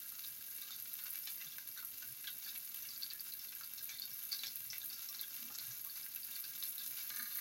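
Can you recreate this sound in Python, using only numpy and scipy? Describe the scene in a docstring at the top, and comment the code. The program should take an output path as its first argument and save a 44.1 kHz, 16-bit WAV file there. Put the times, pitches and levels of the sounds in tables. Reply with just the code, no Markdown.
"""Chicken sizzles in an oiled cast-iron grill pan, close by in a home kitchen.
Tiny steam bubbles burst in a bright fizz; larger ones crackle between the ribs. Fat gurgles and pops,
pockets of juice spit in short chirps, droplets snap, and the iron rings. Near the end, spurts of steam
ring a groove of the pan. Underneath: faint mains hum, kitchen rumble and a few soft low bumps."""
import sys
import numpy as np
from scipy import signal
from scipy.fft import rfft, irfft
from scipy.io import wavfile

SR = 44100
rng = np.random.default_rng(int(sys.argv[2]) if len(sys.argv) > 2 else 0)


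def master_out(mix):
    """Clip the mix to full scale and print it as 16-bit PCM to the path in sys.argv[1]."""
    frames = np.transpose(np.atleast_2d(mix))
    ceiling = np.clip(frames, -1, 1)
    pcm = np.round(ceiling * 32767).astype(np.int16)
    wavfile.write(sys.argv[1], SR, pcm)


N = 326547
TIME_S = np.arange(N) / SR

# Table levels are relative; each source adds its own gain.
# boiling of the oil: t/s, level/dB
OIL_BOIL = [(0.0, -46.5), (0.89, -47.5), (1.03, -44), (1.52, -48.5), (1.98, -47.5), (2.39, -46.5),
            (4.0, -49.5), (4.43, -45.5), (4.74, -47.5), (6.55, -46), (7.4, -42)]
# simmering of the juice under the meat: t/s, level/dB
JUICE_SIMMER = [(0.0, -57), (0.37, -57.5), (1.2, -57.5), (1.95, -58), (2.4, -57), (3.3, -58.5),
                (3.7, -58.5), (4.25, -57), (4.63, -59.5), (5.3, -55), (5.7, -57), (6.55, -56.5),
                (6.73, -56.5), (6.85, -55), (7.05, -54), (7.4, -57.5)]
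# spectra of one burst of each kind: f/Hz, level/dB
FIZZ_SPECTRUM = [(500, -45.5), (2000, -18), (3100, -22), (6000, -18), (8400, -22.5), (9400, -17),
                 (10400, -13), (10800, -9), (12300, -3), (13800, -10), (15000, -15), (16000, -2.5)]
CRACKLE_SPECTRUM = [(200, -21), (750, -7.5), (1100, -2.5), (1600, -5.5), (3050, 3.5), (3700, 2),
                    (4500, 2.5), (6300, 4.5), (7300, 6.5), (8400, -26), (12000, 8)]
SPLUTTER_SPECTRUM = [(200, -33.5), (700, -1.5), (1100, -4.5), (1600, 5.5), (2500, 4.5), (3100, 2.5),
                     (6000, 9), (8400, 6.5), (11000, -16.5)]
# resonances of the iron pan and its hollow: f/Hz, width/Hz, level/dB
PAN_MODES = [(515, 30, -11), (920, 50, -15), (1185, 45, -5), (1355, 40, -7), (1453, 40, -9),
             (1610, 120, -4.5), (2030, 60, -7), (2280, 70, -7), (2660, 110, -7), (3600, 80, -5),
             (3830, 80, -6), (4040, 80, -6), (4450, 90, -7), (4620, 80, -9), (5110, 80, -7), (5385, 70, -7),
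             (5950, 90, -10), (6245, 80, -8)]
# kitchen rumble: f/Hz, level/dB
RUMBLE_SPECTRUM = [(20, -5), (50, -9.5), (90, -1.5), (135, -0.5), (185, -2.5), (240, 2.5), (300, -2),
                   (380, -7.5), (700, -10), (1500, -20.5), (6000, -28)]
# mains hum: f/Hz, level/dB
MAINS_HUM = [(119.5, -86.5)]
# slow fat bubbles, and two rows at 5.5 s that give a pop there its dull low body: t/s, peak level/dB, f/Hz,
# length/s
FAT_GURGLES = [(0.118, -53.5, 1360, 0.084), (0.696, -51, 1330, 0.022), (0.994, -49.5, 1480, 0.1),
               (1.762, -43, 1534, 0.031), (1.826, -47, 1350, 0.02), (2.019, -48, 1500, 0.023),
               (2.451, -51, 1640, 0.047), (3.114, -51.5, 1680, 0.08), (3.606, -50.5, 1380, 0.032),
               (3.905, -50, 1600, 0.032), (3.955, -53, 2300, 0.025), (5.497, -54.5, 775, 0.015),
               (5.5, -55, 1100, 0.012), (5.605, -52, 1470, 0.025), (5.844, -53.5, 1150, 0.049),
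               (7.194, -39, 1660, 0.0053), (7.38, -41, 2030, .04)]
# spitting pockets of juice: t/s, ping level/dB, f/Hz, steam level/dB, time to run dry/s
JUICE_SPITS = [(0.2392, -40.0, 4060, -52.0, 0.03), (0.2655, -39.5, 5040, -59.5, 0.02),
               (0.6202, -39.0, 3780, -53.5, 0.026), (0.7309, -43.0, 3800, -54.5, 0.029),
               (0.9316, -44.5, 9000, -66.0, 0.01), (1.0144, -50.5, 4500, -61.0, 0.03),
               (1.2958, -44.5, 4650, -62.0, 0.04), (1.4463, -41.5, 6200, -61.0, 0.02),
               (1.5114, -45.0, 5500, -61.0, 0.025), (1.775, -39.5, 3900, -54.0, 0.037),
               (2.2719, -33.5, 3340, -46.0, 0.026), (2.4452, -41.5, 4700, -56.0, 0.04),
               (2.4732, -41.0, 4690, -54.5, 0.04), (2.4899, -38.5, 3800, -56.0, 0.045),
               (2.8885, -37.0, 5080, -54.0, 0.03), (2.9062, -38.0, 4700, -57.0, 0.05),
               (2.9619, -39.5, 4550, -60.0, 0.025), (3.0225, -38.0, 4300, -50.5, 0.012),
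               (3.0328, -28.0, 4500, -53.5, 0.028), (3.1024, -35.5, 4550, -55.0, 0.02),
               (3.1092, -36.5, 4050, -57.5, 0.028), (3.1962, -38.5, 4620, -56.5, 0.03),
               (3.3232, -37.5, 4200, -56.0, 0.025), (3.395, -38.5, 5370, -57.0, 0.04),
               (3.486, -41, 4300, -60, .02), (3.635, -39, 4620, -57, .025),
               (3.7789, -40, 5200, -55.5, 0.025), (3.783, -39, 4300, -57, .02),
               (3.893, -37, 6600, -53.5, .03), (3.915, -44, 3700, -58, .06), (3.985, -41, 4100, -58, .02),
               (4.02, -32.0, 4420, -50.0, 0.04), (4.1147, -40.0, 5400, -58.0, 0.03),
               (4.3189, -29.0, 4560, -47.5, 0.02), (4.3278, -25.5, 4500, -47.5, 0.04),
               (4.3478, -33.5, 4350, -54.0, 0.03), (4.3915, -34.0, 4080, -51.5, 0.06),
               (4.4347, -31.0, 3700, -53, 0.07), (4.4608, -36.5, 5400, -51.5, 0.02),
               (4.4692, -31.0, 5300, -57, 0.04), (4.7019, -31, 5300, -49.5, 0.018),
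               (4.722, -41, 5700, -54, .035), (4.817, -40, 3700, -59, .02),
               (4.9007, -38.0, 4620, -62.5, 0.04), (5.0883, -36, 5400, -52.0, 0.02),
               (5.1936, -34.0, 4050, -50.5, 0.02), (5.2317, -39.5, 3450, -57.0, 0.025),
               (5.5862, -33.5, 4160, -51.0, 0.027), (5.712, -39, 5900, -56, .02),
               (5.8978, -38.5, 4400, -59.0, 0.045), (6.03, -41, 5000, -59, .02),
               (6.232, -39.0, 4700, -59.0, 0.028), (6.3559, -38.0, 4440, -54.5, 0.02),
               (6.4396, -36.5, 4440, -52.5, 0.034), (6.6261, -35.0, 3940, -50.0, 0.033),
               (6.7812, -38.0, 3950, -55.5, 0.03), (6.7958, -40, 4450, -56, .025),
               (6.815, -43, 3620, -57.0, 0.04), (7.3107, -45.5, 4150, -56.0, 0.025),
               (7.3349, -41.0, 4300, -56.5, 0.03)]
# soft low bumps: t/s, length/s, peak level/dB, f/Hz
LOW_BUMPS = [(0.301, 0.032, -75, 116), (1.447, 0.058, -69.5, 144), (2.085, 0.044, -67, 113),
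             (4.127, 0.034, -73, 118), (4.41, 0.043, -74, 235), (4.6, 0.036, -73, 122),
             (4.664, 0.056, -69, 118), (5.4, 0.13, -63.5, 233), (5.503, 0.0096, -76, 440),
             (5.64, 0.1, -65.5, 125), (7.19, 0.061, -65.5, 235)]
# exploding droplets: t/s, peak level/dB
DROPLET_SNAPS = [(0.5506, -31), (0.5631, -29), (0.824, -26), (0.9393, -24), (1.1333, -27), (1.1563, -26),
                 (1.1884, -24), (1.5828, -29), (1.6751, -28), (1.6881, -27), (1.8487, -23.5), (2.642, -34),
                 (2.7444, -26), (2.9773, -27), (3.134, -25.5), (3.207, -24), (3.5513, -26), (3.9973, -24),
                 (4.0543, -25), (4.2522, -26), (4.5572, -22.5), (4.782, -22), (5.044, -29), (5.2124, -20.5),
                 (5.3502, -30), (5.6274, -32), (5.848, -25), (6.1485, -26), (6.1598, -22.5), (6.6363, -21),
                 (6.6834, -29), (6.7805, -27), (7.229, -23)]
# fat pops: t/s, knock level/dB, splutter level/dB, build-up/s, time to run dry/s, hollow f/Hz
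FAT_POPS = [(0.583, -55, -69.5, .002, 0.013, 2260), (0.707, -39, -58, 0.0041, 0.042, 4000),
            (0.855, -46, -63, 0.002, 0.012, 3070), (0.9167, -45, -69, 0.0055, 0.03, 3480),
            (0.9908, -40, -60.5, 0.0052, 0.032, 3140), (1.066, -45, -63, 0.0044, 0.014, 2970),
            (1.147, -48, -60.5, .002, 0.053, 2280), (1.273, -36, -54.5, 0.008, 0.031, 3150),
            (1.422, -50, -64.5, 0.035, 0.015, 2330), (1.5838, -37.5, -66.5, 0.00067, 0.011, 1690),
            (2.0293, -47.5, -77, 0.002, 0.039, 2200), (2.242, -45, -59, 0.0042, 0.017, 2840),
            (2.4637, -49, -69, 0.0035, 0.043, 1710), (2.5538, -40, -59.5, 0.0004, 0.021, 2680),
            (2.7466, -44, -68, 0.0012, 0.023, 3030), (2.8475, -59, -60.5, 0.002, 0.094, 3040),
            (2.934, -50, -64, 0.012, 0.073, 4840), (3.111, -50, -62.5, 0.0046, 0.03, 3040),
            (3.5241, -44, -62.5, 0.0011, 0.014, 2600), (3.611, -42, -66, 0.0022, 0.019, 1420),
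            (3.8939, -42, -58.5, 0.013, 0.047, 2480), (4.388, -46, -63, 0.0037, 0.044, 5000),
            (4.435, -35.5, -51.5, 0.0025, 0.023, 2480), (4.4706, -44, -57, .008, 0.06, 4870),
            (4.566, -44, -65, .001, 0.016, 3300), (4.7314, -40, -55.5, 0.0041, 0.048, 2440),
            (4.926, -49, -55.5, 0.0022, 0.051, 4900), (5.147, -40, -59.5, 0.0029, 0.007, 4300),
            (5.503, -46, -69, 0.003, 0.039, 1300), (5.55, -40, -57, 0.0036, .015, 6000),
            (5.959, -42, -63, .004, 0.018, 4500), (6.063, -45, -70, .002, .01, 1950),
            (6.1624, -44, -61.5, 0.00066, 0.016, 2720), (6.286, -50, -76, .002, 0.0048, 1910),
            (6.359, -59, -63, .003, 0.017, 2360), (6.441, -50, -63, .003, .03, 2580),
            (6.6261, -38, -62, 0.002, 0.02, 3170), (6.862, -45, -62, 0.0015, 0.028, 4360),
            (6.967, -50, -59, 0.0012, 0.094, 2940), (7.103, -34, -72, 0.00072, 0.0072, 3230)]
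# steam spurts from a groove: t/s, level/dB, time to run dry/s
STEAM_SPURTS = [(7.102, -52, .018), (7.138, -55, .012), (7.164, -53, .016), (7.196, -49, .022),
                (7.223, -53.5, .035), (7.255, -53.5, .04), (7.3, -60, .03), (7.355, -58, .02),
                (7.383, -55, .04)]
# resonances of that groove: f/Hz, width/Hz, level/dB
GROOVE_MODES = [(930, 35, -19), (1210, 35, -5), (1470, 40, -6), (1650, 60, 2), (1740, 60, 0),
                (2020, 60, -6), (2210, 50, -3), (3620, 45, -4), (4120, 80, 2.5), (4620, 50, -1),
                (6230, 130, -1)]
# kitchen reverberation: f/Hz, t60/s
ROOM_DECAY = [(200, 0.48), (1500, 0.16), (5000, 0.11), (14000, 0.39)]


def amp(db):
    """Decibels to gain."""
    return 10 ** (np.asarray(db) / 20)


def unit_rms(x):
    """Scales to rms 1."""
    return x / np.sqrt(np.mean(x ** 2) + 1e-20)


def at_peak(x, db=0):
    """Sets the peak level."""
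    return amp(db) * x / abs(x).max()


def at_onset(x, db):
    """Sets the rms level of the first 25 ms."""
    return amp(db) * x / x[:SR // 40].std()


def lookup(table, hz):
    """Interpolates on a log-frequency axis."""
    table_hz, value = np.transpose(table)
    return np.interp(np.log(hz + 1), np.log(table_hz), value)


def follow(curve):
    """Level curve to gain per sample."""
    return amp(np.interp(TIME_S, *np.transpose(curve)))


def add(mix, t_s, sound):
    """Mixes a sound in at t_s."""
    part = mix[max(round(t_s * SR), 0):][:len(sound)]
    part += sound[:len(part)]


def convolve(x, response):
    """Convolution cut to the length of x."""
    return signal.oaconvolve(x, response)[:len(x)]


def click(spectrum, size=2048):
    """Minimum-phase pulse with this spectrum."""
    hz = abs(np.fft.fftfreq(size, 1 / SR))
    log_gain = np.log(amp(lookup(spectrum, hz)))
    return np.fft.ifft(np.exp(np.conj(signal.hilbert(log_gain)))).real[:size // 2]


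def resonate(x, hz, width_hz):
    """Two-pole resonance, gain 1."""
    return signal.lfilter(*signal.iirpeak(hz, hz / width_hz, fs=SR), x)


def wander(corner_hz):
    """Random drift of rms 1, from 2 Hz up, fading above the corner."""
    hz = np.fft.rfftfreq(N, 1 / SR)
    band = (hz > 2) / (1 + (hz / corner_hz) ** 2)
    return unit_rms(irfft(rfft(rng.standard_normal(N)) * band, N))


def bursts(per_s, spread_db, size=N):
    """Bubbles burst at random, with either sign: many small, a few large."""
    draw = rng.random(size) * SR / per_s
    hits, train = np.flatnonzero(draw < 1), np.zeros(size)
    train[hits] = (-1.) ** hits * amp(spread_db * np.minimum(-np.log(draw[hits]), 4))
    return train


def surges(per_s, decay_s, depth):
    """One burst sets off its neighbours: the gain jumps, then decays."""
    kicks = rng.exponential(1, N) * (rng.random(N) < per_s / SR)
    flares = signal.lfilter([1], [1, -np.exp(-1 / (decay_s * SR))], kicks)
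    return 1 + depth * np.tanh(flares)


def rim_echo(x, gain=1.0):
    """Reflection off the rim; the delay depends on the spot in the pan."""
    delay = int(rng.uniform(.001, .0025) * SR)
    return x + gain * np.pad(x, (delay, 0))[:len(x)]


def flurry(per_s, spread_db, t60_s, dry_s, build_s):
    """A train of bursts builds up, decays and runs dry; the rim echoes it."""
    t = np.arange(SR // 7) / SR
    rise = np.minimum(t / build_s, 1) ** 2
    fall = np.exp(-np.log(1000) * t / t60_s - (t / dry_s) ** 2)
    return rim_echo(bursts(per_s, spread_db, len(t)) * rise * fall)


def pan_ring(x):
    """The pan's hollow rings; each spot weights and detunes the modes differently."""
    spot = rng.uniform([-9, -.025], [5, .025], (len(PAN_MODES), 2))
    return sum(amp(db + weight_db) * resonate(x, hz * (1 + detune), width_hz)
               for (hz, width_hz, db), (weight_db, detune) in zip(PAN_MODES, spot))


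def in_pan(x, ring_db):
    """Direct sound plus pan ring."""
    return x + amp(ring_db) * pan_ring(x)


def fizz(gain_db=1.0, haze_db=-.5, drift_db=2.1):
    """Tiny bubbles of three sizes, in a drifting mix, burst in clumps over a haze of smaller ones."""
    bubbles = np.zeros(N)
    for hz in (9500, 12200, 14800):
        ticks = resonate(bursts(per_s=900, spread_db=4.2), hz, width_hz=3200)
        bubbles += ticks * amp(drift_db * wander(corner_hz=6))
    train = unit_rms(bubbles) + amp(haze_db) * rng.standard_normal(N)
    train *= surges(per_s=80, decay_s=.004, depth=.9)
    return amp(gain_db) * follow(OIL_BOIL) * unit_rms(convolve(train, click(FIZZ_SPECTRUM)))


def crackle(gain_db=.94, spots=6):
    """Larger bubbles burst between the ribs; each spot flares up with its own colour and pan ring."""
    out = np.zeros(N)
    for hz in np.linspace(2000, 6600, spots):
        train = bursts(per_s=240, spread_db=3.4) * amp(4.5 * np.tanh(wander(corner_hz=12)))
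        train *= surges(per_s=9, decay_s=.016, depth=2.2)
        out += in_pan(.8 * train + resonate(train, hz, width_hz=700), ring_db=11)
    return amp(gain_db) * follow(JUICE_SIMMER) * unit_rms(convolve(out, click(CRACKLE_SPECTRUM)))


def bubbling(gain_db=-8, spots=20):
    """Fat bubbles under the meat in overlapping spells; only a diffuse pan ring gets out."""
    out, splash = np.zeros(N), click(SPLUTTER_SPECTRUM)
    for _ in range(spots):
        spell = flurry(per_s=1500, spread_db=1.5, t60_s=.2, dry_s=.035, build_s=.005)
        ring = pan_ring(convolve(spell, splash))
        out += convolve(bursts(per_s=3, spread_db=1), unit_rms(ring))
    return amp(gain_db) * follow(JUICE_SIMMER) * unit_rms(out)


def kitchen(rumble_db=-74.5, swell_db=1.73):
    """Mains hum of an appliance and gently swelling room noise."""
    hum = sum(amp(db) * unit_rms(np.sin(2 * np.pi * (hz * TIME_S + rng.random())))
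              for hz, db in MAINS_HUM)
    noise = rng.standard_normal(N) * amp(swell_db * wander(corner_hz=15))
    return hum + amp(rumble_db) * unit_rms(convolve(noise, click(RUMBLE_SPECTRUM, size=8192)))


def gurgles(gain_db=-4):
    """Quick puffs of steam keep a fat bubble ringing."""
    out, t = np.zeros(N), np.arange(SR // 4) / SR
    for t_s, db, hz, length_s in FAT_GURGLES:
        puffs = bursts(per_s=900, spread_db=2.5, size=len(t)) * np.exp(-(t / length_s) ** 4)
        ring = resonate(resonate(puffs, hz, width_hz=130), hz, width_hz=1000)
        add(out, t_s, at_peak(ring, db + gain_db))
    return out


def faint_spits(count=18):
    """Small pockets at random times and pitches; rows as in JUICE_SPITS."""
    return [(when * N / SR, -46 + 2 * size, 4900 * 2 ** (.5 * pitch), -63 + 2 * size, .03)
            for when, size, pitch in rng.uniform([0, -1, -1], 1, (count, 3))]


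def spits(ping_gain_db=-1.0, steam_gain_db=-1.6, spray_gain_db=-12, build_s=.007, lag_s=.0001):
    """A juice pocket pings open; steam keeps narrow rings alive near its pitch and sprays droplets."""
    out, splash, droplet = np.zeros(N), click(SPLUTTER_SPECTRUM), click(FIZZ_SPECTRUM)
    for t_s, ping_db, hz, steam_db, dry_s in list(JUICE_SPITS) + faint_spits():
        steam = flurry(per_s=1000, spread_db=3.2, t60_s=1, dry_s=dry_s, build_s=build_s)
        ping = at_peak(resonate(resonate(splash, hz, hz / 17), hz, hz / 6))
        crack = resonate(splash, hz, hz / 2)
        add(out, t_s + lag_s, amp(ping_db + ping_gain_db) * (.75 * ping + .65 * at_peak(crack)))
        flow = unit_rms(convolve(steam, ping))
        tail = unit_rms(sum(resonate(steam, hz * rng.uniform(.87, 1.18), width_hz=20) for _ in range(4)))
        ring = unit_rms(resonate(pan_ring(pan_ring(steam)), hz, hz / 2))
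        rasp = unit_rms(convolve(steam, crack))
        chirp = at_onset(flow + .85 * tail + 1.3 * ring + .7 * rasp, steam_db + steam_gain_db)
        spray = at_onset(convolve(steam, droplet), steam_db + spray_gain_db)
        add(out, t_s + lag_s - build_s, chirp + spray)  # steam leads the ping
    return out


def bumps(gain_db=6, relative_width=.26, margin_s=.02185):
    """Dull, soft swells of low noise."""
    out = np.zeros(N)
    for t_s, length_s, db, hz in LOW_BUMPS:
        width_hz = hz * relative_width
        noise = resonate(resonate(rng.standard_normal(SR), hz, width_hz), hz, width_hz)
        window = signal.windows.tukey(int((length_s + 2 * margin_s) * SR), .7)
        add(out, t_s - margin_s, at_peak(noise[-len(window):] * window, db + gain_db))
    return out


def snaps(gain_db=3, spray_gain_db=-28.5, tick_hz=12080, lag_s=.0006):
    """A droplet explodes with a short bright tick and scatters smaller ones."""
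    out, crack = np.zeros(N), click(FIZZ_SPECTRUM)
    tick = resonate(crack, tick_hz, width_hz=2200) + .55 * crack
    for t_s, db in DROPLET_SNAPS:
        spray = flurry(per_s=2500, spread_db=2, t60_s=.04, dry_s=.012, build_s=.0003)
        add(out, t_s + lag_s, at_peak(tick, db + gain_db))
        add(out, t_s + lag_s, at_onset(convolve(spray, tick), db + spray_gain_db))
    return out


def pops(knock_gain_db=3.5, splutter_gain_db=4.0, knock_hz=930):
    """Oil splutters and a pop knocks on the iron; a hollow under the meat adds body, the pan rings."""
    out, splash = np.zeros(N), click(SPLUTTER_SPECTRUM, size=8192)
    thud = resonate(splash, knock_hz, width_hz=500)
    for t_s, knock_db, splutter_db, build_s, dry_s, hz in FAT_POPS:
        body = resonate(splash, hz, hz / 3) + .2 * splash
        oil = flurry(per_s=1400, spread_db=2, t60_s=.25, dry_s=dry_s + build_s, build_s=build_s)
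        knock = rim_echo(in_pan(body + thud, ring_db=8), gain=.5)
        splutter = in_pan(convolve(oil, body), ring_db=15)
        add(out, t_s, at_peak(knock, knock_db + knock_gain_db))
        add(out, t_s - build_s, at_onset(splutter, splutter_db + splutter_gain_db))
    return out


def spurts(kick=9):
    """Steam spurts start with a kick and ring a groove; each weights the modes differently."""
    out = np.zeros(N)
    for t_s, spurt_db, dry_s in STEAM_SPURTS:
        puffs = flurry(per_s=1200, spread_db=2, t60_s=.15, dry_s=dry_s, build_s=.0005)
        puffs[0] += kick
        ring = np.zeros(len(puffs))
        for hz, width_hz, db in GROOVE_MODES:
            mode = resonate(resonate(puffs, hz, .7 * width_hz), hz, 3.5 * width_hz)
            ring += amp(db + rng.uniform(-2, 2)) * unit_rms(mode)
        add(out, t_s, at_onset(ring, spurt_db))
    return out


def room(x, wet_db, echoes_per_s=4000):
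    """Adds sparse echoes from hob and walls; the decay time depends on frequency."""
    taps = rng.choice([-1., 1.], SR // 2) * (rng.random(SR // 2) < echoes_per_s / SR)
    hz, t, spectra = signal.stft(taps, SR, nperseg=256)
    decay = amp(-60 * t / lookup(ROOM_DECAY, hz)[:, None])
    tail = signal.istft(spectra * decay, SR)[1]
    return x + amp(wet_db) * convolve(x, tail / np.linalg.norm(tail))


def scene():
    """Mono mix; each pan layer has its own room echoes."""
    bright = room(fizz(), wet_db=-13) + room(snaps(), wet_db=-7)
    layers = crackle(), bubbling(), pops(), gurgles(), spurts(), spits()
    body = sum(room(layer, wet_db=-4) for layer in layers)
    return (bright + body + bumps() + kitchen())[None]


def record(dry):
    """Steep low-pass at 15.9 kHz."""
    lowpass = signal.firwin(511, 15900, window=("kaiser", 9), fs=SR)
    return signal.oaconvolve(dry, lowpass[None], "same")


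dry = scene()
out = record(dry)
master_out(out)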